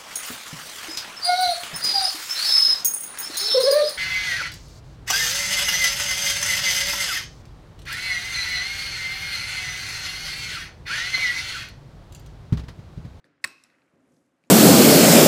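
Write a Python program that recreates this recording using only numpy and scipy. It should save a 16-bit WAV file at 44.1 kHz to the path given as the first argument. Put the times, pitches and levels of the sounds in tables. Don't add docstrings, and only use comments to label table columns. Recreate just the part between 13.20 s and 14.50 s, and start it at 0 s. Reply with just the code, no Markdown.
import sys
import numpy as np
from scipy import signal
from scipy.fft import rfft, irfft
from scipy.io import wavfile
from scipy.ndimage import uniform_filter1d

SR = 44100
rng = np.random.default_rng(int(sys.argv[2]) if len(sys.argv) > 2 else 0)


def to_wav(s):
    ch = np.atleast_2d(s).T
    pcm = np.round(np.clip(ch, -1, 1) * 32767)
    wavfile.write(sys.argv[1], SR, pcm.astype(np.int16))


def volts_from_decibels(level):
    exponent = np.asarray(level, float) / 20
    return 10 ** exponent


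N = 57330
T = np.arange(N) / SR

# start in seconds, level in dB, extra treble above 6 kHz in dB.
FRACTURES = [
    (.2405, -16, -16),
    (.2422, -16, -4),
    (.2429, -15, -2),
    (.2442, -24, 0),
    (.2453, -24, 9),
    (.2466, -17, 2),
    (.2497, -35, 0),
    (.2533, -36, 0),
    (.2752, -39, 8),
]
# mode in Hz, level in dB, T60 in seconds.
STONE_MODES = [(1090, -12, .025), (1310, -8, .01), (1660, -5, .01), (1830, 1, .011), (2030, -7, .009),
               (2640, -3, .009), (3610, -12, .008), (3950, -9, .01), (4440, -5, .014), (5150, -5, .007),
               (7150, -14, .008), (7880, -7, .008), (8180, -8, .008), (9450, -8, .007)]
# centre in Hz, width in Hz.
STONE_GAPS = [(3150, 650), (6150, 500)]
# centre in Hz, width in Hz, level in dB, T60 in seconds.
HANDLE_BANDS = [(1090, 45, -59, .6), (2590, 170, -51, .6), (4050, 300, -57, .4), (5560, 250, -58, .35),
                (8150, 1100, -52, .25), (9800, 600, -65, .3), (12100, 900, -62, .25)]
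# mode in Hz, level in dB, T60 in seconds.
TABLE_MODES = [(85, -49, 0.099), (165, -53.5, 0.16), (350, -49, 0.14), (530, -60.5, 0.014)]
# mode in Hz, level in dB, T60 in seconds.
JAW_MODES = [(2730, -55, .012), (3900, -50, .012), (5560, -47, .016), (6570, -58, .01), (7720, -46, .012),
             (9360, -48, .012), (12200, -60, .016)]
# start in seconds, level in dB, pitch in Hz, T60 in seconds.
TICKS = [(.0426, -51, 1750, .016), (.0430, -58, 3650, .016), (.0435, -60, 4450, .016),
         (.0432, -63, 9000, .012), (.276, -55, 330, .04), (.180, -65, 1800, .012), (.5015, -58, 1900, .012),
         (.502, -62, 4000, .012), (.5415, -58, 1950, .012), (.549, -60, 2100, .012),
         (.5855, -59, 1900, .012), (.607, -64, 2000, .01), (.619, -60, 2400, .014), (.620, -66, 4200, .014),
         (.680, -67, 2200, .01), (.757, -68, 5500, .006), (.806, -68, 7000, .008), (.878, -67, 10500, .008),
         (.921, -64, 6800, .012), (.938, -68, 9500, .012), (.945, -68, 5000, .008), (.965, -65, 6500, .012),
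         (.969, -67, 5000, .012), (.966, -68, 3900, .012), (1.2388, -57, 2400, .012),
         (1.239, -67, 4800, .008), (1.239, -67, 8000, .008), (1.272, -66, 6800, .02)]
# time in seconds, pressure in dB.
RUB_PRESSURE = [(0, -80), (.042, -77), (.05, -64.5), (.13, -75), (.24, -75), (.3, -67), (.4, -74),
                (.6, -72.5), (.72, -78), (.745, -65.5), (.83, -68), (.93, -66), (1.0, -70), (1.1, -75.5),
                (1.2, -77.5), (1.29, -68.5)]
# centre in Hz, width in Hz, level in dB.
RUB_BANDS = [(153, 110, -1), (271, 96, 4), (360, 180, -3.5), (531, 100, -3.5), (680, 100, -9),
             (1090, 200, -21), (81, 40, -13.5)]
# time in seconds, level in dB.
RUSTLE_LEVEL = [(0, -114.5), (.04, -105), (.05, -77), (.1, -116), (.205, -116), (.22, -76.5), (.45, -78),
                (.55, -84), (.7, -86), (.8, -86.5), (.96, -77), (1.1, -87), (1.2, -90), (1.27, -83.5)]
# time in seconds, level in dB.
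TRICKLE_LEVEL = [(0, -73), (.04, -94), (.06, -71), (.2, -77), (.5, -70), (.68, -77), (.72, -78.5),
                 (1.3, -92)]
# time in seconds, level in dB.
ROOM_CAUSES = [
    (.0426, -27),
    (.2405, 0),
    (.4375, -28),
    (1.2388, -34),
]
# frequency in Hz, level in dB, T60 in seconds.
ROOM_TAIL = [(300, -65, .4), (880, -64, .35), (1200, -56.5, 0.35), (2400, -55, 0.59), (3140, -65, .4),
             (4470, -54.5, 0.6), (6660, -64, 0.44), (14000, -68, 0.25)]
# frequency in Hz, density in dB per Hz.
HUM_SPECTRUM = [(18, -49), (30, -16.5), (327, 6), (888, -1.5), (1420, 0.5), (2230, -12.5), (4520, -26),
                (11300, -27), (16000, -39)]

RISE_S = .0002
CRACK_S = FRACTURES[0][0]
THUD_S = FRACTURES[1][0]
JAWS_S = .4374
SNAP_PEAK = .3
STONE_SCATTER_DB, STONE_DETUNE, STONE_LOW_HZ = 2, .01, 1000
GRIT_DB, GRIT_T60_S, GRIT_HZ = -26, 0.011, 12120
TICK_SPREAD, TICK_DB = .045, -2
RUSTLE_HZ, RUSTLE_WIDTH_HZ, RUSTLE_GRAIN_DB = 7000, 7600, 1.2
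TRICKLE_HZ, TRICKLE_WIDTH_HZ = 1490, 1200
ROOM_DELAY_S, ROOM_RISE_S = .006, .003
EARLY_DB, EARLY_T60_S = 9.5, 0.049
TICK_ROOM_DB, TICK_ROOM_T60_S = -40, .12
HUM_DB = -75
LOUD_UNTIL_S, LOUD_FADE_S = .39, .072
QUIET_TOP_HZ, HUM_TOP_HZ = 12700, 9500
MIC_LOW_HZ = 57


def curve(table, x, col=1, log=False):
    a = np.array(table, float)
    if log:
        return np.interp(np.log(x), np.log(a[:, 0]), a[:, col])
    return np.interp(x, a[:, 0], a[:, col])


def ring(start_s, hz, db, t60_s):
    t = np.maximum(T - start_s, 0)
    decay = np.exp(-np.log(1000) * t / max(t60_s, .002))
    push = 1 - np.exp(-(t / RISE_S) ** 2)
    return volts_from_decibels(db) * np.sin(2 * np.pi * hz * t) * decay * push


def band(hz, width_hz):
    f = np.arange(N // 2 + 1) * SR / N + 1e-9
    resonance = 1 / (1 + ((f - hz * hz / f) / width_hz) ** 2)
    y = irfft(rfft(rng.standard_normal(N)) * resonance, N)
    return y / y.std()


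def walk(rate_hz):
    k = int(SR / rate_hz)
    w = uniform_filter1d(uniform_filter1d(rng.standard_normal(N), k), k)
    return w / w.std()


def snap():
    out = 0
    grit = band(GRIT_HZ, 6000)
    chance = rng.standard_normal((len(FRACTURES), len(STONE_MODES), 2))
    for (start_s, db, treble_db), luck in zip(FRACTURES, chance):
        for (hz, mode_db, t60_s), (a, b) in zip(STONE_MODES, luck):
            level_db = db - 2.5 + mode_db + treble_db * (hz > 6000) + STONE_SCATTER_DB * a
            out = out + np.sign(b) * ring(start_s, hz * (1 + STONE_DETUNE * b), level_db, t60_s)
        fall_db = 60 * np.maximum(T - start_s, 0) / GRIT_T60_S
        out = out + grit * (T > start_s) * volts_from_decibels(db + treble_db + GRIT_DB - fall_db)
    for hz, width_hz in STONE_GAPS:
        out = signal.lfilter(*signal.iirnotch(hz, hz / width_hz, SR), out)
    out = signal.sosfilt(signal.butter(6, STONE_LOW_HZ, "high", fs=SR, output="sos"), out)
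    return out * SNAP_PEAK / np.abs(out).max()


def steel():
    t = T - THUD_S
    out = sum(ring(THUD_S, *mode) for mode in TABLE_MODES)
    for hz, width_hz, db, t60_s in HANDLE_BANDS:
        out = out + band(hz, width_hz) * volts_from_decibels(db - 60 * np.maximum(t, 0) / t60_s) * (t > 0)
    return out


def ticks():
    out = sum(ring(JAWS_S, *mode) for mode in JAW_MODES)
    for (start_s, db, hz, t60_s), luck in zip(TICKS, rng.standard_normal((len(TICKS), 3))):
        for step, c in zip((-1, 0, 1), luck):
            mode_hz = hz * (1 + TICK_SPREAD * (step + c / 3))
            out = out + ring(start_s, mode_hz, db + TICK_DB - 5 * abs(step), t60_s)
    return out


def hands():
    low = sum(volts_from_decibels(db + 0.5 * walk(23)) * band(hz, width_hz) for hz, width_hz, db in RUB_BANDS)
    rub = low * volts_from_decibels(curve(RUB_PRESSURE, T) - 3)
    grains = volts_from_decibels(RUSTLE_GRAIN_DB * walk(300))
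    return rub + band(RUSTLE_HZ, RUSTLE_WIDTH_HZ) * grains * volts_from_decibels(curve(RUSTLE_LEVEL, T))


def room():
    out = 0
    for hz in 200 * 2 ** np.arange(0, 6.3, 1 / 3):
        t60_s = curve(ROOM_TAIL, hz, col=2, log=True)
        fade = 0
        for start_s, db in ROOM_CAUSES:
            t = np.maximum(T - start_s - ROOM_DELAY_S, 0)
            tail = volts_from_decibels(-60 * t / t60_s)
            early = volts_from_decibels(EARLY_DB - 60 * t / EARLY_T60_S)
            fade = fade + volts_from_decibels(db) * np.minimum(t / ROOM_RISE_S, 1) * (tail + early)
        out = out + band(hz, hz / 4) * volts_from_decibels(curve(ROOM_TAIL, hz, log=True)) * fade
    return out


def echo(x):
    fade = volts_from_decibels(TICK_ROOM_DB - 60 * T / TICK_ROOM_T60_S) * (T > ROOM_DELAY_S)
    return signal.fftconvolve(x, rng.standard_normal(N) * fade)[:N]


def trickle():
    return band(TRICKLE_HZ, TRICKLE_WIDTH_HZ) * volts_from_decibels(curve(TRICKLE_LEVEL, T) + 0.5 * walk(100))


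def hum():
    out = 0
    for hz in 35 * 2 ** np.arange(0, 9, .5):
        level_db = curve(HUM_SPECTRUM, hz, log=True) + 10 * np.log10(hz)
        out = out + volts_from_decibels(level_db + 2.5 * walk(6)) * band(hz, hz / 0.86)
    return out / out.std() * volts_from_decibels(HUM_DB)


def dull(x, top_hz):
    return signal.sosfilt(signal.ellip(8, .5, 60, top_hz, fs=SR, output="sos"), x)


def scene():
    small = ticks()
    back = room()
    loud = (T > CRACK_S) * np.clip((LOUD_UNTIL_S - T) / LOUD_FADE_S, 0, 1)
    quiet = small + echo(small) + hands() + trickle() + back * (1 - loud)
    mix = snap() + steel() + back * loud + dull(quiet, QUIET_TOP_HZ) + dull(hum(), HUM_TOP_HZ)
    return mix[None]


def roll_off(x):
    return signal.sosfilt(signal.butter(12, 16100, fs=SR, output="sos"), x)


def record(dry):
    mix = signal.sosfilt(signal.butter(2, MIC_LOW_HZ, "high", fs=SR, output="sos"), dry)
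    return roll_off(mix)


dry = scene()
out = record(dry)
to_wav(out)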